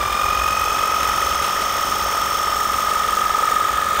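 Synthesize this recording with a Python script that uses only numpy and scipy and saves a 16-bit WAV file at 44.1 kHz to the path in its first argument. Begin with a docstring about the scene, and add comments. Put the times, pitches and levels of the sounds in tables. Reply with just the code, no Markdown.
"""At a low hedge, close by, a battery trimmer runs up the last of its speed and sweeps along.
One crank times the machine: its gear whine pulses with the two strokes of every turn, and the
blades knock by impact as they reverse and hiss by friction as they slide. The motor sings above
its cooling fan, the housing buzzes, twigs snap in the teeth, and air rumbles on the microphone."""
import sys
import numpy as np
from scipy import signal
from scipy.fft import rfft, irfft
from scipy.io import wavfile

SR = 44100
rng = np.random.default_rng(int(sys.argv[2]) if len(sys.argv) > 2 else 0)


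def output_pcm(signal):
    """Save a mono or channel-first signal as 16-bit PCM at the path in sys.argv[1].

    Samples are clipped to [-1, 1] before scaling.
    """
    pcm = np.clip(np.atleast_2d(signal).T, -1, 1) * 32767
    wavfile.write(sys.argv[1], SR, np.round(pcm).astype(np.int16))


N = 176400
T, HZ = np.arange(N) / SR, np.fft.rfftfreq(N, 1 / SR)
GEAR_TEETH, MOTOR_RATIO, WHINE_ORDER = 55, 9, 26

# Crank speed. Each row: time in seconds, turns per second.
CRANK_SPEED = [(0.0, 21.456), (0.2, 22.194), (0.45, 22.733), (0.9, 23.094), (1.05, 22.96), (1.15, 23.146),
               (1.35, 22.979), (1.6, 23.237), (1.8, 23.163), (2.25, 23.142), (2.55, 23.062), (2.8, 23.085),
               (3.05, 23.098), (3.4, 23.094), (3.7, 23.128), (4.0, 23.147)]
# Gear load. Each row: time in seconds, lag in turns, strain from 0 to 1, first-stroke weight in dB.
GEAR_LOAD = [(0, -0.083, .65, 5), (.5, -.06, 0.2, 1.5), (1.1, -0.02, 0.66, 1), (1.8, 0.034, 1, .5),
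             (2.6, 0.02, 1, 0.5), (3.3, 0.0047, 1, -3), (4, 0.037, 1, 2.5)]
# The motor whine starts a little sharp. Each row: time in seconds, added frequency in Hz.
WHINE_SHARPENING = [(0, 130), (.3, 60), (.8, 25), (1.4, 0), (4, 0)]
# Hum of shaft and drive. Each row: multiple of the crank speed, level in dB.
HUM_PARTIALS = [(9, -50.5), (18, -47.5), (24, -47), (25, -49.5), (26, -50.5), (37, -46), (45, -47),
                (46, -44), (49, -41)]
# Blade impacts. Each row: crank angle, rise and fall in turns, centre and width in Hz, level in dB.
BLADE_KNOCKS = [(0.13, 0.04, 0.026, 630, 240, -33), (0.245, 0.028, 0.049, 490, 320, -34),
                (.17, 0.051, 0.035, 845, 374, -24.5), (0.12, .02, 0.11, 1640, 510, -32.5),
                (0.092, 0.015, 0.046, 3050, 3600, -31.5), (0.445, 0.1, 0.025, 1100, 1200, -38),
                (0.586, 0.019, 0.041, 596, 250, -32), (0.712, 0.061, 0.063, 478, 91, -35),
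                (0.698, .05, 0.037, 837, 395, -26), (0.608, 0.033, 0.16, 1770, 360, -31.5),
                (0.583, 0.018, 0.026, 3600, 7600, -33.5), (0.65, 0.042, 0.073, 3280, 800, -32)]
# Twigs being cut. Each row: start in seconds, level in dB.
TWIG_SNAPS = [(0.127, -26), (1.031, -21), (1.346, -27), (1.424, -22), (1.444, -23), (1.467, -28),
              (1.619, -21.5), (2.895, -26), (3.77, -35), (3.963, -25.5)]

# Swells within one turn. Each row: crank angle, rise and fall in turns, relative level in dB.
LOAD_SWELLS = [(.385, .1, .083, -4), (.925, .145, .064, 0)]
FRICTION_SWELLS = [(0.37, 0.092, .06, -4), (0.694, 0.014, 0.046, -3.5), (0.83, .13, 0.042, -7.5),
                   (0.076, 0.025, 0.031, -9)]
RATTLE_SWELLS = [(.13, 0.053, 0.088, -2.3), (.68, .06, 0.13, -0.61)]

# Resonances. Each row: centre in Hz, bandwidth in Hz, relative level in dB.
BAR_MODES = [(3100, 400, -40.5), (5040, 450, -44), (6280, 360, -38.5), (8130, 400, -53.5), (9920, 360, -48),
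             (13920, 260, -43)]
SHELL_MODES = [(1714, 200, -34), (2270, 180, -44), (3560, 490, -41.5)]

# Noise spectra. Each row: frequency in Hz, relative spectral density in dB.
CLATTER_SPECTRUM = [(90, -7), (170, -6), (330, -5), (430, -5.5), (700, -1), (1100, 3.5), (1250, 11.5),
                    (1400, 7), (1600, -5), (2000, -1.5), (2650, -9.5), (3100, -4), (3550, -5.5),
                    (3950, -14), (5000, -13), (6000, -14), (7500, -17.5), (10000, -31.5), (16000, -30)]  # housing and fan together
FRICTION_SPECTRUM = [(3000, -5.5), (5000, -3.5), (5900, 0.5), (6400, 1.5), (6900, 3), (7600, -5.5),
                     (8200, 1.5), (8850, 2.5), (9300, -8), (10000, -5), (10700, -12.5), (12300, -9),
                     (13200, 0.5), (13900, -8), (14250, 0.5), (15700, -2)]
FRACTURE_SPECTRUM = [(200, -3), (700, -3.5), (2800, 3.5), (5000, -8), (9000, -8.5), (16000, -21)]
WIND_SPECTRUM = [(8, -60), (22, -40), (31, -21), (40, -10.5), (56, 3), (75, -2.5), (110, -11.5), (200, -27),
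                 (500, -45)]

# Slow envelopes. Each row: time in seconds, gain in dB.
MESH_FUNDAMENTAL_GAIN = [(0.0, -24.5), (0.28, -20.5), (0.63, -20.5), (1.14, -20.5), (1.8, -23.5),
                         (3.58, -17.5), (3.75, -21.5), (3.79, -18.5), (3.8, -20.5), (3.98, -21),
                         (4.0, -17.5)]
MESH_SECOND_GAIN = [(0, -38.5), (.25, -32.5), (.5, -30.5), (.8, -35), (1.3, -40), (1.7, -43), (2.1, -43),
                    (2.6, -50), (4, -45)]
MESH_THIRD_GAIN = [(0, -42), (.2, -40), (.45, -54), (1, -60), (4, -48)]
KNOCK_GAIN = [(0, -0.5), (1.4, 1), (2.2, 0), (2.8, -0.5), (3.3, 1.5), (4, -2.5)]
CLATTER_GAIN = [(0, -26.5), (1.2, -25), (1.45, -26), (1.7, -25.5), (2.5, -26.5), (4, -27)]
HISS_GAIN = [(0, -33.5), (.7, -33.5), (1.4, -33), (2.2, -32.5), (3, -31.5), (3.6, -32), (4, -32)]
BAR_GAIN = [(0, -12), (.35, -2), (.7, -1), (1.4, 0.5), (2.2, 0), (2.6, -3), (3.3, -6), (4, -25)]
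WHINE_GAIN = [(0, -40), (.6, -38), (1.2, -35.5), (1.8, -36), (2.5, -34.5), (3.1, -40), (3.55, -41.5),
              (4, -51)]
BUZZ_GAIN = [(0, -11), (.5, -15), (2.3, -16), (2.9, -4.5), (3.3, -2.5), (4, 0)]
WIND_GAIN = [(0.0, -37), (0.04, -32), (0.2, -43), (0.23, -34), (0.81, -38.5), (0.87, -46), (0.95, -36.5),
             (2.15, -40.5), (2.18, -44), (2.39, -39.5), (3.22, -44), (4.0, -39)]


def gear_mesh(turns, twist_rad=0.71, jitter_rad=0.26):
    """Modulation of the tooth-rate tone: each stroke loads the teeth and twists the drive's phase."""
    lag, strain, weight_db = (curve(np.array(GEAR_LOAD)[:, [0, k]]) for k in (1, 2, 3))
    first, second = (swell(turns - lag, *row) for row in LOAD_SWELLS)
    load = unit((amp(weight_db) * first + second) * amp(0.14 * wander(hz=40.5)))
    twist = twist_rad * strain * np.cos(4 * np.pi * (turns - .31))
    mesh = 2 * np.pi * GEAR_TEETH * turns + twist
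    jitter = jitter_rad * wander(hz=35)
    gains = [MESH_FUNDAMENTAL_GAIN, MESH_SECOND_GAIN, MESH_THIRD_GAIN]
    return load * sum(amp(curve(gain)) * unit(np.sin(k * mesh + jitter))
                      for k, gain in enumerate(gains, start=1))


def blade_knocks(turns, scatter_db=1.2):
    """Impact excitation: play in the drive closes at each reversal and rings the housing."""
    blows = np.zeros(N)
    for at, rise, fall, hz, width, db in BLADE_KNOCKS:
        ringing = resonance(chatter(turns), hz, width)
        blows += ringing * swell(turns, at, rise, fall, db) * amp(scatter_db * wander(hz=18))
    return blows * amp(curve(KNOCK_GAIN))


def clatter_and_fan(turns):
    """Broadband noise: the steady clatter of the housing and the rush of the fan share one spectrum."""
    return colour(chatter(turns), CLATTER_SPECTRUM) * amp(curve(CLATTER_GAIN))


def blade_friction(turns, grain_db=1, flicker_db=0.72):
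    """Sliding friction: steel on steel gives a grainy, pulsing hiss and excites the bar's modes."""
    rub = 0.7 + sum(swell(turns, *row) for row in FRICTION_SWELLS)
    grains = rng.standard_normal(N) * rub * amp(grain_db * wander(hz=900))
    hiss = colour(grains, FRICTION_SPECTRUM)
    scrape = chatter(turns) * rub
    bar = sum(amp(db) * resonance(scrape, hz, width) for hz, width, db in BAR_MODES)
    return amp(curve(HISS_GAIN) + flicker_db * wander(hz=10)) * hiss + amp(curve(BAR_GAIN)) * bar


def motor(turns, flutter_db=2, waver_rad=0.31, swing_rad=1.8, jitter_rad=0.69):
    """Rotational harmonics: a faint hum, and a high whine frequency-modulated by each stroke."""
    hum = np.zeros(N)
    for order, db in HUM_PARTIALS:
        gain = amp(db + flutter_db * wander(hz=2.8))
        hum += gain * unit(np.sin(2 * np.pi * order * (turns - .67) + waver_rad * wander(hz=6)))
    cycles = WHINE_ORDER * MOTOR_RATIO * turns + np.cumsum(curve(WHINE_SHARPENING)) / SR
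    swing = swing_rad * np.sin(4 * np.pi * (turns - 0.346))
    whine = np.sin(2 * np.pi * cycles + swing + jitter_rad * wander(hz=36))
    return hum + amp(curve(WHINE_GAIN)) * unit(whine)


def housing_buzz(turns):
    """Forced vibration: loose shell parts buzz after each reversal, more so late in the sweep."""
    shake = chatter(turns) * (0.47 + sum(swell(turns, *row) for row in RATTLE_SWELLS))
    buzz = sum(amp(db) * resonance(shake, hz, width) for hz, width, db in SHELL_MODES)
    return amp(curve(BUZZ_GAIN)) * buzz


def leaves_and_twigs(leaves_per_s=98, scatter_db=6, leaf_decay_s=0.00083, twig_decay_s=0.0084):
    """Fracture transients: leaves tick and twigs snap as noise bursts that decay exponentially."""
    cuts = rng.random(N) < leaves_per_s / SR
    strength = amp(scatter_db * np.minimum(rng.exponential(1, N), 3))
    ticks = signal.lfilter([1], [1, -np.exp(-1 / (leaf_decay_s * SR))], cuts * strength)
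    leaves = amp(-42) * colour(ticks * rng.standard_normal(N), FRACTURE_SPECTRUM)
    snaps = sum(amp(db) * (T >= start) * np.exp(-abs(T - start) / twig_decay_s)
                for start, db in TWIG_SNAPS)
    return leaves + snaps * colour(rng.standard_normal(N), FRACTURE_SPECTRUM)


def wind():
    """Turbulence: moving air makes a low rumble on the microphone."""
    return amp(curve(WIND_GAIN)) * colour(rng.standard_normal(N), WIND_SPECTRUM)


def chatter(turns, repeat_share=.4, harmonics=950):
    """Partly periodic excitation: a share of the noise power recurs with every crank turn."""
    pattern = irfft(np.exp(2j * np.pi * rng.random(harmonics + 1)), harmonics * 16)
    periodic = unit(pattern[(turns % 1 * len(pattern)).astype(int)])
    return np.sqrt(repeat_share) * periodic + np.sqrt(1 - repeat_share) * rng.standard_normal(N)


def swell(turns, at, rise, fall, db):
    """Periodic envelope: an asymmetric Gaussian peaks at one crank angle of every turn."""
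    past = (turns - at + .5) % 1 - .5
    return amp(db) * np.exp(-.5 * (past / np.where(past < 0, rise, fall)) ** 2)


def resonance(x, hz, width):
    """Band-pass response of one mode to x, at rms 1."""
    return unit(irfft(rfft(x) / np.sqrt(1 + (2 * abs(HZ - hz) / width) ** 4), N))


def colour(x, spectrum):
    """Spectral shaping of x, at rms 1."""
    hz, db = np.transpose(spectrum)
    gain = amp(np.interp(np.log(HZ + 1), np.log(hz), db))
    return unit(irfft(rfft(x) * gain, N))


def wander(hz):
    """Random fluctuation: low-passed noise at rms 1."""
    return unit(irfft(rfft(rng.standard_normal(N)) / (1 + (HZ / hz) ** 4), N))


def curve(points):
    """Linear interpolation in time."""
    return np.interp(T, *np.transpose(points))


def amp(db):
    """Amplitude ratio from decibels."""
    return 10 ** (np.asarray(db) / 20)


def unit(x):
    """Normalisation to rms 1."""
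    return x / np.sqrt(np.mean(x ** 2) + 1e-20)


def scene():
    """Superposition: the machine's parts, all timed by one crank, add to the hedge and the wind."""
    turns = np.cumsum(curve(CRANK_SPEED)) / SR
    trimmer = gear_mesh(turns) + motor(turns) + blade_knocks(turns) + clatter_and_fan(turns)
    trimmer += housing_buzz(turns) + blade_friction(turns)
    return (trimmer + leaves_and_twigs() + wind())[None]


def record(dry):
    """Filtering: a deep notch in the treble, then a steep band limit."""
    notch_hz, half_width_hz, cutoff_hz = 11314, 546, 15720
    notch = 1 / np.sqrt(1 + (half_width_hz / (abs(HZ - notch_hz) + 1)) ** 16)
    notched = irfft(rfft(dry) * notch, N)
    low_pass = signal.firwin(1023, cutoff_hz, window=("kaiser", 9), fs=SR)
    return signal.oaconvolve(notched, low_pass[None], "same")


dry = scene()
out = record(dry)
output_pcm(out)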